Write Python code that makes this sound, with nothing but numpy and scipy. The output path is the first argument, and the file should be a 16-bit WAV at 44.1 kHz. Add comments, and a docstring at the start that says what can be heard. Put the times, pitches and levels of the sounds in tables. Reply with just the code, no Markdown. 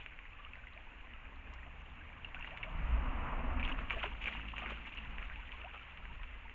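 """Wading through a shallow stream

A shallow stream trickles at night: bands of noise with small ringing bubbles standing out of them.
A vehicle passes on a road some way off: shaped noise for rumble and roar, sines for hum and whine.
An animal wades through the water out of sight: bursts of fizz and gurgle, with ringing drops and bubbles.
A small microphone rolls off steeply above about 3 kHz and adds a faint hiss."""
import sys
import numpy as np
from scipy import signal
from scipy.io import wavfile
from scipy.ndimage import uniform_filter1d

SR = 44100
rng = np.random.default_rng(int(sys.argv[2]) if len(sys.argv) > 2 else 0)


def log_audio(samples):
    """Write samples as a 16-bit WAV file to the path given in sys.argv[1]."""
    # one column per channel
    frames = np.atleast_2d(samples).T
    # limit to full scale, then quantise
    limited = np.clip(frames, -1, 1)
    pcm = np.round(limited * 32767).astype(np.int16)
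    wavfile.write(sys.argv[1], SR, pcm)


N = 288414

# how hard the water is stirred between splashes: (time [s], level [dB])
STIR = [(0.0, -51.5), (0.14, -60), (2.02, -61), (2.4, -56.5), (3.01, -56), (3.52, -70), (3.99, -49.5),
        (4.35, -56), (4.6, -53), (5.45, -53.5), (6.54, -58.5)]


def amp(db):
    """Decibels to an amplitude factor."""
    return 10 ** (np.asarray(db) / 20)


def evened(x):
    """Scale to an RMS of 1."""
    return x / np.sqrt(np.mean(x ** 2) + 1e-20)


def read(points, hz):
    """Level of a spectral curve at hz, straight between its points on a log frequency axis."""
    f, value = np.transpose(points)
    return np.interp(np.log(hz + 1), np.log(f + 1), value)


def along(rows):
    """Each column of a table of curves, one value a sample."""
    s, *columns = np.transpose(rows)
    return [np.interp(np.arange(N) / SR, s, c) for c in columns]


def add(mix, s, sound):
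    """Mix a sound in place from s seconds on, cut at the end."""
    part = mix[round(s * SR):][:len(sound)]
    part += sound[:len(part)]


def noise(points, size, patchy_db):
    """Shaped noise from random short-time spectra with smooth louder and softer patches; RMS 1."""
    frames, hz = 4 * N // size + 5, np.fft.rfftfreq(size, 1 / SR)
    real, imag, patches = np.moveaxis(rng.standard_normal((frames, len(hz), 3)), 2, 0)
    patches = uniform_filter1d(patches, size=8, axis=0)  # smooth in time
    patches = evened(uniform_filter1d(patches, size=8, axis=1))  # smooth in frequency
    spectra = (real + 1j * imag) * amp(read(points, hz) + patchy_db * patches)
    sound = signal.istft(spectra.T, nperseg=size, noverlap=3 * size // 4)[1]
    return evened(sound[:N])


def ping(hz, t60, rise=0., ramp=1.0):
    """A dying sine, as of ringing trapped air; climbs rise octaves/s, starts over ramp cycles; peak 1."""
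    t = np.arange(int(max(t60, 1e-3) * SR)) / SR
    turns = np.cumsum(hz * 2 ** (rise * t)) / SR
    attack = np.minimum(t * hz / ramp, 1)
    ring = np.sin(2 * np.pi * turns) * amp(-60 * t / t60) * attack
    return ring / abs(ring).max()


def grains(points, per_s, cycles, spread_db, top_hz=6000, count=16):
    """Many small bubbles of count pitches ring at random moments, a few much stronger; RMS 1."""
    happens = rng.random(N) < per_s / SR
    size = amp(spread_db * np.minimum(rng.exponential(1, N), 5)) * happens
    kind, out = rng.integers(0, count, N), np.zeros(N)
    for k, hz in enumerate(np.geomspace(350, top_hz, count)):
        grain = ping(hz, np.log(1000) * cycles / hz / np.pi, rise=15.0)
        grain_level = amp(read(points, hz)) * np.sqrt(hz) / np.linalg.norm(grain)
        out += grain_level * signal.oaconvolve(size * (kind == k), grain)[:N]
    return evened(out)


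def stream():
    """Countless far bubbles blur into a wash, with nearer bubbles standing out of it."""
    # spectrum of the wash: (frequency [Hz], relative density [dB per Hz])
    wash_curve = [(12, -37), (25, -2.5), (70, 1), (100, -8), (140, -24.5), (270, -18.5), (400, -21),
                  (1000, -28.5), (1600, -16), (2400, -14.5), (3200, -20), (7000, -22.5)]
    near = grains(wash_curve, per_s=980.0, cycles=11.0, spread_db=8.5)
    wash = noise(wash_curve, size=1024, patchy_db=3.0)
    return amp(-55) * wash + amp(-67.0) * near


def road_noise():
    """Low rumble, exhaust boom, body drone and tyre roar: four noise bands that swell as the vehicle passes."""
    # the pass: (time [s], rumble level [dB], drone level [dB], roar level [dB])
    pass_curves = [(0.0, -49, -71.5, -66), (1.0, -48, -68.5, -63.5), (1.53, -46.5, -67, -61.5),
                   (2.18, -51, -66.5, -61), (2.39, -42.5, -64, -59), (2.58, -50, -66.5, -56),
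                   (2.77, -34, -55, -51.5), (2.93, -30, -52, -48), (3.26, -35, -49, -45.5),
                   (3.52, -31.5, -52, -46), (3.7, -32, -51, -48), (4.02, -41, -60.5, -58),
                   (4.4, -46.5, -57, -60), (4.88, -50.5, -59, -62.5), (5.2, -39, -64, -57.5),
                   (5.43, -44.5, -66, -65), (5.88, -53.5, -71.5, -61.5), (6.14, -40, -65, -63.5),
                   (6.54, -48.5, -70.5, -64.5)]
    # the exhaust boom: (time [s], level [dB])
    boom_curve = [(0.0, -69.5), (1.0, -68.5), (1.5, -65), (2.3, -60.5), (2.6, -58.5), (2.8, -48.5),
                  (3.5, -51), (4.0, -58), (4.4, -66), (4.85, -68), (5.15, -64.5), (5.8, -73.5),
                  (6.03, -60.5), (6.54, -79)]
    # spectra of the four bands: (frequency [Hz], relative density [dB per Hz])
    rumble_band = [(12, -8), (25, 6.5), (65, -5.5), (95, -22), (130, -59)]
    boom_band = [(70, -23.5), (100, 2), (140, 0), (175, 0), (210, -32.5)]
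    drone_band = [(160, -27), (200, -3.5), (245, -0.5), (285, -6), (340, -12), (450, -36.5)]
    roar_band = [(280, -17.5), (460, -4), (800, -1), (1120, 1.5), (1530, -7), (2800, -10.5), (6000, -36.5)]

    rumble_db, drone_db, roar_db = along(pass_curves)
    boom_db, = along(boom_curve)
    rumble = noise(rumble_band, size=4096, patchy_db=0)
    rumble /= np.sqrt(uniform_filter1d(rumble ** 2, size=6000))  # steady over about 0.14 s
    out = amp(rumble_db) * rumble
    out += amp(boom_db) * noise(boom_band, size=2048, patchy_db=0.5)
    out += amp(drone_db) * noise(drone_band, size=2048, patchy_db=1.5)
    out += amp(roar_db) * noise(roar_band, size=512, patchy_db=1.5)
    return out


def tone(rows, orders):
    """A sine on a curve of pitch and level, with overtones; each partial wavers in level at random."""
    waver_db, overtone_waver_db, waver_s = 1.5, 2.5, .05
    s, *columns = np.transpose(rows)
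    t = np.arange(s[0], s[-1], 1 / SR)
    hz, db = (np.interp(t, s, c) for c in columns)
    turns, span = np.cumsum(hz) / SR, int(waver_s * SR)
    chance = rng.standard_normal((N, len(orders) + 1)).T
    waver = evened(uniform_filter1d(uniform_filter1d(chance, span), span))[:, :len(t)]
    wave = amp(waver_db * waver[0]) * np.sin(2 * np.pi * turns)
    for (order, order_db), own in zip(orders, waver[1:]):
        wave += amp(order_db + overtone_waver_db * own) * np.sin(2 * np.pi * order * turns)
    fades = signal.windows.tukey(len(t), .1)
    return s[0], np.sqrt(2) * amp(db) * wave * fades


def engine_hum():
    """The engine hums at its firing rate and low multiples of it, in four stretches."""
    # one list a stretch: (time [s], firing rate [Hz], level of the fundamental [dB])
    stretches = [
        [(1.15, 68.6, -59.5), (1.622, 67.1, -52), (1.9, 67.7, -57.5), (2.068, 79.5, -50), (2.1, 80.1, -58)],
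        [(2.7, 56.4, -46), (2.956, 56.8, -35), (3.194, 57.3, -47), (3.31, 65.1, -49), (3.466, 69.4, -43.5),
         (3.596, 68.3, -35), (3.7, 66.5, -52)],
        [(3.75, 54.5, -58), (3.91, 54.07, -45.5), (4.3, 53.68, -45.5), (4.72, 54.52, -43), (4.92, 54.8, -52),
         (5.0, 55.15, -46.5), (5.25, 52.6, -46)],
        [(5.22, 54.9, -55), (5.37, 58.93, -44), (5.51, 62.5, -53.5), (6.4, 63.23, -59)],
    ]
    # overtones: (multiple of the firing rate, level before the stretch's own offset [dB])
    hum_orders = [(2, -19), (3, -19.5), (4, -19.5)]
    # offset of all overtones, one a stretch: level [dB]
    overtone_offsets = [-3.5, -11, -0.5, -4.5]
    out = np.zeros(N)
    for rows, over_db in zip(stretches, overtone_offsets):
        orders = [(order, db + over_db) for order, db in hum_orders]
        add(out, *tone(rows, orders))
    return out


def whine():
    """Three short swells of a steady sine near 250 Hz as the vehicle goes by."""
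    # the swells: (time of the top [s], pitch [Hz], RMS level at the top [dB])
    swells = [(3.45, 244.7, -39.5), (3.572, 252.7, -42.5), (3.735, 264.6, -43.5)]
    slope_db_per_s = 450  # up to the top and down again
    t = np.arange(N) / SR
    out = np.zeros(N)
    for s, hz, db in swells:
        level = np.sqrt(2) * amp(db - slope_db_per_s * abs(t - s))
        out += level * np.sin(2 * np.pi * hz * t)
    return out


def vehicle():
    """The passing vehicle: broad road noise with the engine's hum and a brief whine."""
    return road_noise() + engine_hum() + whine()


def splashing():
    """Stirred water: bubble fizz over a rush; each footfall swells it, with its own share of low gurgle."""
    # spectrum of the water: (frequency [Hz], relative density [dB per Hz])
    splash_curve = [(250, -25), (420, -11.5), (700, -18.5), (1000, -8), (1500, -6), (2000, -3.5), (2600, 3),
                    (3500, 0.5), (7000, -10)]
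    # splashes of a wading foot: (start [s], level [dB], fall by 60 dB [s], tilt of the low half [dB])
    footfalls = [(2.244, -43.5, 0.052, 5), (2.345, -52, 0.08, 3), (2.42, -49.5, 0.45, -0.5),
                 (2.569, -40, 0.062, -12), (2.63, -46, 0.091, 5), (3.595, -45, .1, 0),
                 (3.625, -40, 0.22, -24), (3.675, -38.5, 0.22, 6), (3.76, -47.5, 0.36, 12),
                 (3.897, -35.5, 0.19, 2), (3.955, -46, 0.43, 8), (4.02, -37, 0.17, 7.5),
                 (4.054, -39, 0.07, 5), (4.205, -40.5, 0.2, -5), (4.234, -40.5, 0.44, 7.5),
                 (4.3, -44, 0.52, 3.5), (4.48, -42, 0.063, -6), (4.555, -43, 0.39, 6),
                 (4.625, -48, 0.56, 10.5), (4.685, -40, 0.23, 1), (4.845, -45.5, 0.27, -5),
                 (4.915, -45.5, 0.11, -13), (4.97, -43, 0.1, -7), (5.045, -50, 0.054, -4),
                 (5.17, -55, 0.6, 10), (5.509, -48.5, 0.27, -1), (5.569, -59.5, 0.25, 21),
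                 (5.729, -47, 0.13, 10), (6.227, -46, 0.07, 6)]
    stir_gurgle_db, rise_share = 2.4, 0.088  # low tilt of the stirring; rise as a share of the fall time

    level_db, = along(STIR)
    high_power, low_power = amp(level_db) ** 2, amp(level_db + stir_gurgle_db) ** 2
    for s, db, t60, gurgle_db in footfalls:
        rise = rise_share * t60
        t = np.arange(int((rise + t60) * SR)) / SR
        swell = np.minimum(t / rise, 1) * amp(db - 60 * np.maximum(t - rise, 0) / t60)
        add(high_power, s, swell ** 2)
        add(low_power, s, (amp(gurgle_db) * swell) ** 2)

    fizz = grains(splash_curve, per_s=2500., cycles=5.9, spread_db=1.0)
    rush = noise(splash_curve, size=256, patchy_db=4.5)
    water = evened(fizz + 1.36 * rush)
    low = signal.sosfiltfilt(signal.butter(2, 1500, fs=SR, output="sos"), water)
    high = water - low
    # larger pockets of air
    gurgle = grains(splash_curve, per_s=300., cycles=3.0, spread_db=3.0, top_hz=1410, count=8)
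    return np.sqrt(high_power) * high + np.sqrt(low_power) * (low + 0.14 * gurgle)


def small_drops():
    """Fainter drops at random moments, louder where the water is stirred harder; rows as in drops()."""
    count, low_hz, high_hz, over_stir_db = 60, 1900, 4180, 10
    when, pitch, tick = rng.random((count, 3)).T
    s = when * N / SR
    db = np.interp(s, *np.transpose(STIR)) + over_stir_db
    hz = low_hz * (high_hz / low_hz) ** pitch
    return list(zip(s, db, hz, tick))


def drops():
    """Each drop mixes a tick of a few cycles with a longer ring whose pitch climbs."""
    # the loudest drops and slaps:
    # (time [s], level shared by ring and tick [dB], starting pitch [Hz], share of broad tick [0-1])
    loud_drops = [(0.0619, -33, 2400, 1), (0.134, -45, 2150, 0.4), (0.1897, -38, 2350, 1),
                  (0.3323, -45.5, 2550, 0.2), (0.4487, -37.5, 2870, 0), (0.534, -37, 2600, 0.2),
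                  (0.6703, -41, 2040, 0), (0.734, -36, 3850, 0), (1.254, -43, 2440, 0.4),
                  (1.538, -23.5, 5300, 0.3), (1.5863, -45.5, 1850, 0), (1.6306, -44, 1930, 0.1),
                  (1.8623, -44.5, 3080, 0.2), (1.9, -43, 3560, 0.1), (2.05, -45.5, 3660, 0),
                  (2.129, -46, 2300, 0), (2.246, -33.5, 2740, 0), (2.3459, -31, 2550, 0.65),
                  (2.3957, -32, 5670, 0.5), (2.4094, -37, 2720, 0.25), (2.4254, -34, 2690, 0.16),
                  (2.4453, -33.5, 1980, 0.6), (2.508, -39, 2580, 0.3), (2.574, -37, 2030, 0.7),
                  (2.6297, -29.5, 2690, 0.25), (2.634, -30.5, 2210, 0.1), (3.5968, -30, 2510, 0.59),
                  (3.604, -39, 2400, 0.58), (3.6288, -28.5, 2420, 0), (3.6512, -21.5, 3270, 0.34),
                  (3.6772, -29, 2660, 0.65), (3.6956, -35, 2770, 0.5), (3.8995, -27, 3020, 1),
                  (3.9066, -21.5, 2370, 0.66), (3.916, -43, 2940, 0.3), (3.9288, -31.5, 2570, 0.2),
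                  (4.002, -31.5, 3170, 0.27), (4.038, -31, 2670, 0.4), (4.076, -41, 2660, 0.2),
                  (4.2145, -37, 2420, 0.3), (4.241, -29.5, 2670, 0.7), (4.242, -24, 5000, 0.7),
                  (4.258, -27.5, 2450, 0.5), (4.2736, -27, 2350, 0.6), (4.28, -29, 2420, 0.28),
                  (4.326, -35, 2060, 0.1), (4.415, -36.5, 2730, 0.3), (4.4865, -33.5, 2735, 0.7),
                  (4.5186, -36, 2920, 0.8), (4.562, -36, 2830, 0.2), (4.5677, -33, 2710, 1),
                  (4.5814, -29.5, 2500, 1), (4.585, -27, 6360, 0.7), (4.6605, -30.5, 2180, 0.6),
                  (4.9498, -31, 5470, 0.55), (4.9725, -35, 2830, 0.09), (4.9855, -37, 2800, 0),
                  (5.003, -39.5, 2570, 0.6), (5.05, -44, 2200, 0.7), (5.1835, -33, 2180, 1),
                  (5.2269, -34.5, 2420, 0.86), (5.299, -36, 1960, 0.7), (5.3588, -36, 2500, 0.4),
                  (5.5194, -31.5, 3050, 0.65), (5.616, -35.5, 2740, 0.44), (5.647, -38, 2660, 0.3),
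                  (5.777, -39.5, 2480, 0.15), (5.8314, -38.5, 2970, 0.37), (5.974, -35.5, 3030, 0.9),
                  (6.054, -38, 2040, 0.74), (6.2334, -39, 2897, 1), (6.496, -39, 2230, 1)]
    ring_cycles = 34.7  # until a pure ring is 60 dB down; fewer the more the drop is a tick
    out = np.zeros(N)
    for s, db, hz, tick in [*loud_drops, *small_drops()]:
        ring_s = ring_cycles * (1 - 0.38 * tick) / hz
        add(out, s, amp(db) * (1 - tick) * ping(hz, ring_s, rise=4.5))
        add(out, s, 1.6 * amp(db) * tick * ping(hz, 4.5 / hz, ramp=.8))
    return out


def bubble(first_hz, last_hz, length):
    """A larger bubble swells and fades while its pitch glides; random ripples shake pitch and level."""
    u = np.linspace(0, 1, int(length * SR))
    ripple = evened(uniform_filter1d(rng.standard_normal((2, 2400)), size=120))[:, :len(u)]
    hz = first_hz * (last_hz / first_hz) ** (u ** 1.1) * (1 + 0.066 * ripple[0])
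    turns = np.cumsum(hz) / SR
    swell = np.sin(np.pi * u ** .7) ** 0.76
    return np.sin(2 * np.pi * turns) * swell * amp(1.4 * ripple[1])


def small_bubbles():
    """Fainter bubbles at random moments, louder where the water is stirred harder; rows as in bubbles()."""
    count, low_hz, high_hz, over_stir_db = 60, 780, 2200, 1
    most_climb, mean_cycles = 0.27, 24.  # octaves; cycles before the cap on length
    when, pitch, climb, cycles = rng.random((count, 4)).T
    s = when * N / SR
    hz = low_hz * (high_hz / low_hz) ** pitch
    db = np.interp(s, *np.transpose(STIR)) + over_stir_db
    length = np.minimum(mean_cycles * (.5 + cycles) / hz, .05)
    return list(zip(s, db, hz, most_climb * climb, length))


def bubbles():
    """Larger bubbles sing one by one, most of them gliding upward."""
    # the loudest bubbles, before the ripples:
    # (time [s], peak level [dB], first pitch [Hz], climb [octaves], length [s])
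    loud_bubbles = [(0.385, -54.5, 1090, 0.2, 0.033), (0.423, -58, 1102, -0.045, 0.036),
                    (0.455, -54, 1200, 0.18, 0.024), (0.635, -50.5, 1360, 0.18, 0.012),
                    (0.759, -57, 601, 0.56, 0.039), (0.868, -55, 930, 0.24, 0.012),
                    (1.66, -57.5, 657, 0.49, 0.028), (2.008, -53, 1550, 0.039, 0.018),
                    (2.346, -49.5, 710, 0.26, 0.011), (2.365, -45.5, 1410, 0.082, 0.0084),
                    (2.474, -45, 1230, 0.017, 0.0072), (2.513, -51, 601, .9, 0.052),
                    (2.66, -50.5, 620, -0.012, 0.032), (3.713, -42.5, 1060, -0.11, 0.013),
                    (3.932, -42.5, 1090, 0.16, 0.011), (3.934, -46, 460, 0.016, 0.028),
                    (3.961, -44, 666, 0.078, 0.036), (3.966, -49, 390, .17, 0.018),
                    (4.041, -28, 754, -0.00048, 0.0028), (4.048, -46.5, 383, 0.13, 0.037),
                    (4.115, -52, 970, -0.059, 0.018), (4.536, -40, 980, 0.29, 0.0074),
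                    (4.621, -45, 716, 0.23, 0.01), (4.614, -48, 1230, -0.065, 0.052),
                    (4.636, -44, 740, 0.17, 0.014), (4.662, -48, 392, 0.059, 0.0093),
                    (4.698, -50.5, 750, .2, 0.011), (4.718, -43.5, 400, 0.76, 0.009),
                    (5.048, -50.5, 970, 0.17, 0.0097), (5.305, -53, 1413, 0.29, 0.028),
                    (5.363, -54, 793, 0.46, 0.051), (5.641, -47, 662, 0.55, 0.043),
                    (5.811, -52, 1260, 0.18, 0.014), (6.192, -54.5, 1050, 0.054, 0.019),
                    (6.365, -59.5, 970, 0.23, 0.026), (6.451, -50.5, 926, .05, 0.017)]
    out = np.zeros(N)
    for s, db, hz, climb, length in [*loud_bubbles, *small_bubbles()]:
        add(out, s, amp(db) * bubble(hz, hz * 2 ** climb, length))
    return out


def banks(x):
    """Sparse echoes from the banks and bushes, dying fast."""
    t = np.arange(4000) / SR
    signs = rng.choice([-1., 1.], 4000)
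    sparse = rng.random(4000) < .05
    taps = signs * sparse * amp(-60 * t / 0.059) * (t > .002)  # 60 dB down in 59 ms
    return x + amp(-7.0) * signal.oaconvolve(x, taps / np.linalg.norm(taps))[:N]


def scene():
    """Stream, wading water and passing vehicle; only the drops and bubbles echo."""
    return (stream() + splashing() + banks(drops() + bubbles()) + vehicle())[None]


def record(dry):
    """The microphone's causal colour, its own hiss, then the band limit."""
    # the microphone's response: (frequency [Hz], gain [dB])
    mic_curve = [(20, -5.5), (2800, 1), (3400, -12.5), (4060, -24.5), (5200, -38), (7000, -22.5),
                 (9000, -36)]
    hiss_db, edge_hz = -89.5, 7350  # hiss RMS before the band limit
    log_gain = np.log(amp(read(mic_curve, abs(np.fft.fftfreq(8192, 1 / SR)))))
    # minimum phase: the Hilbert transform of the log gain gives the phase
    colour = np.fft.ifft(np.exp(np.conj(signal.hilbert(log_gain)))).real[:2048]
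    heard = signal.oaconvolve(dry, colour[None])[:, :N]
    heard = heard + amp(hiss_db) * rng.standard_normal(dry.shape)
    band_limit = signal.firwin(801, edge_hz, window=("kaiser", 9), fs=SR)
    return signal.oaconvolve(heard, band_limit[None], "same")


dry = scene()
out = record(dry)
log_audio(out)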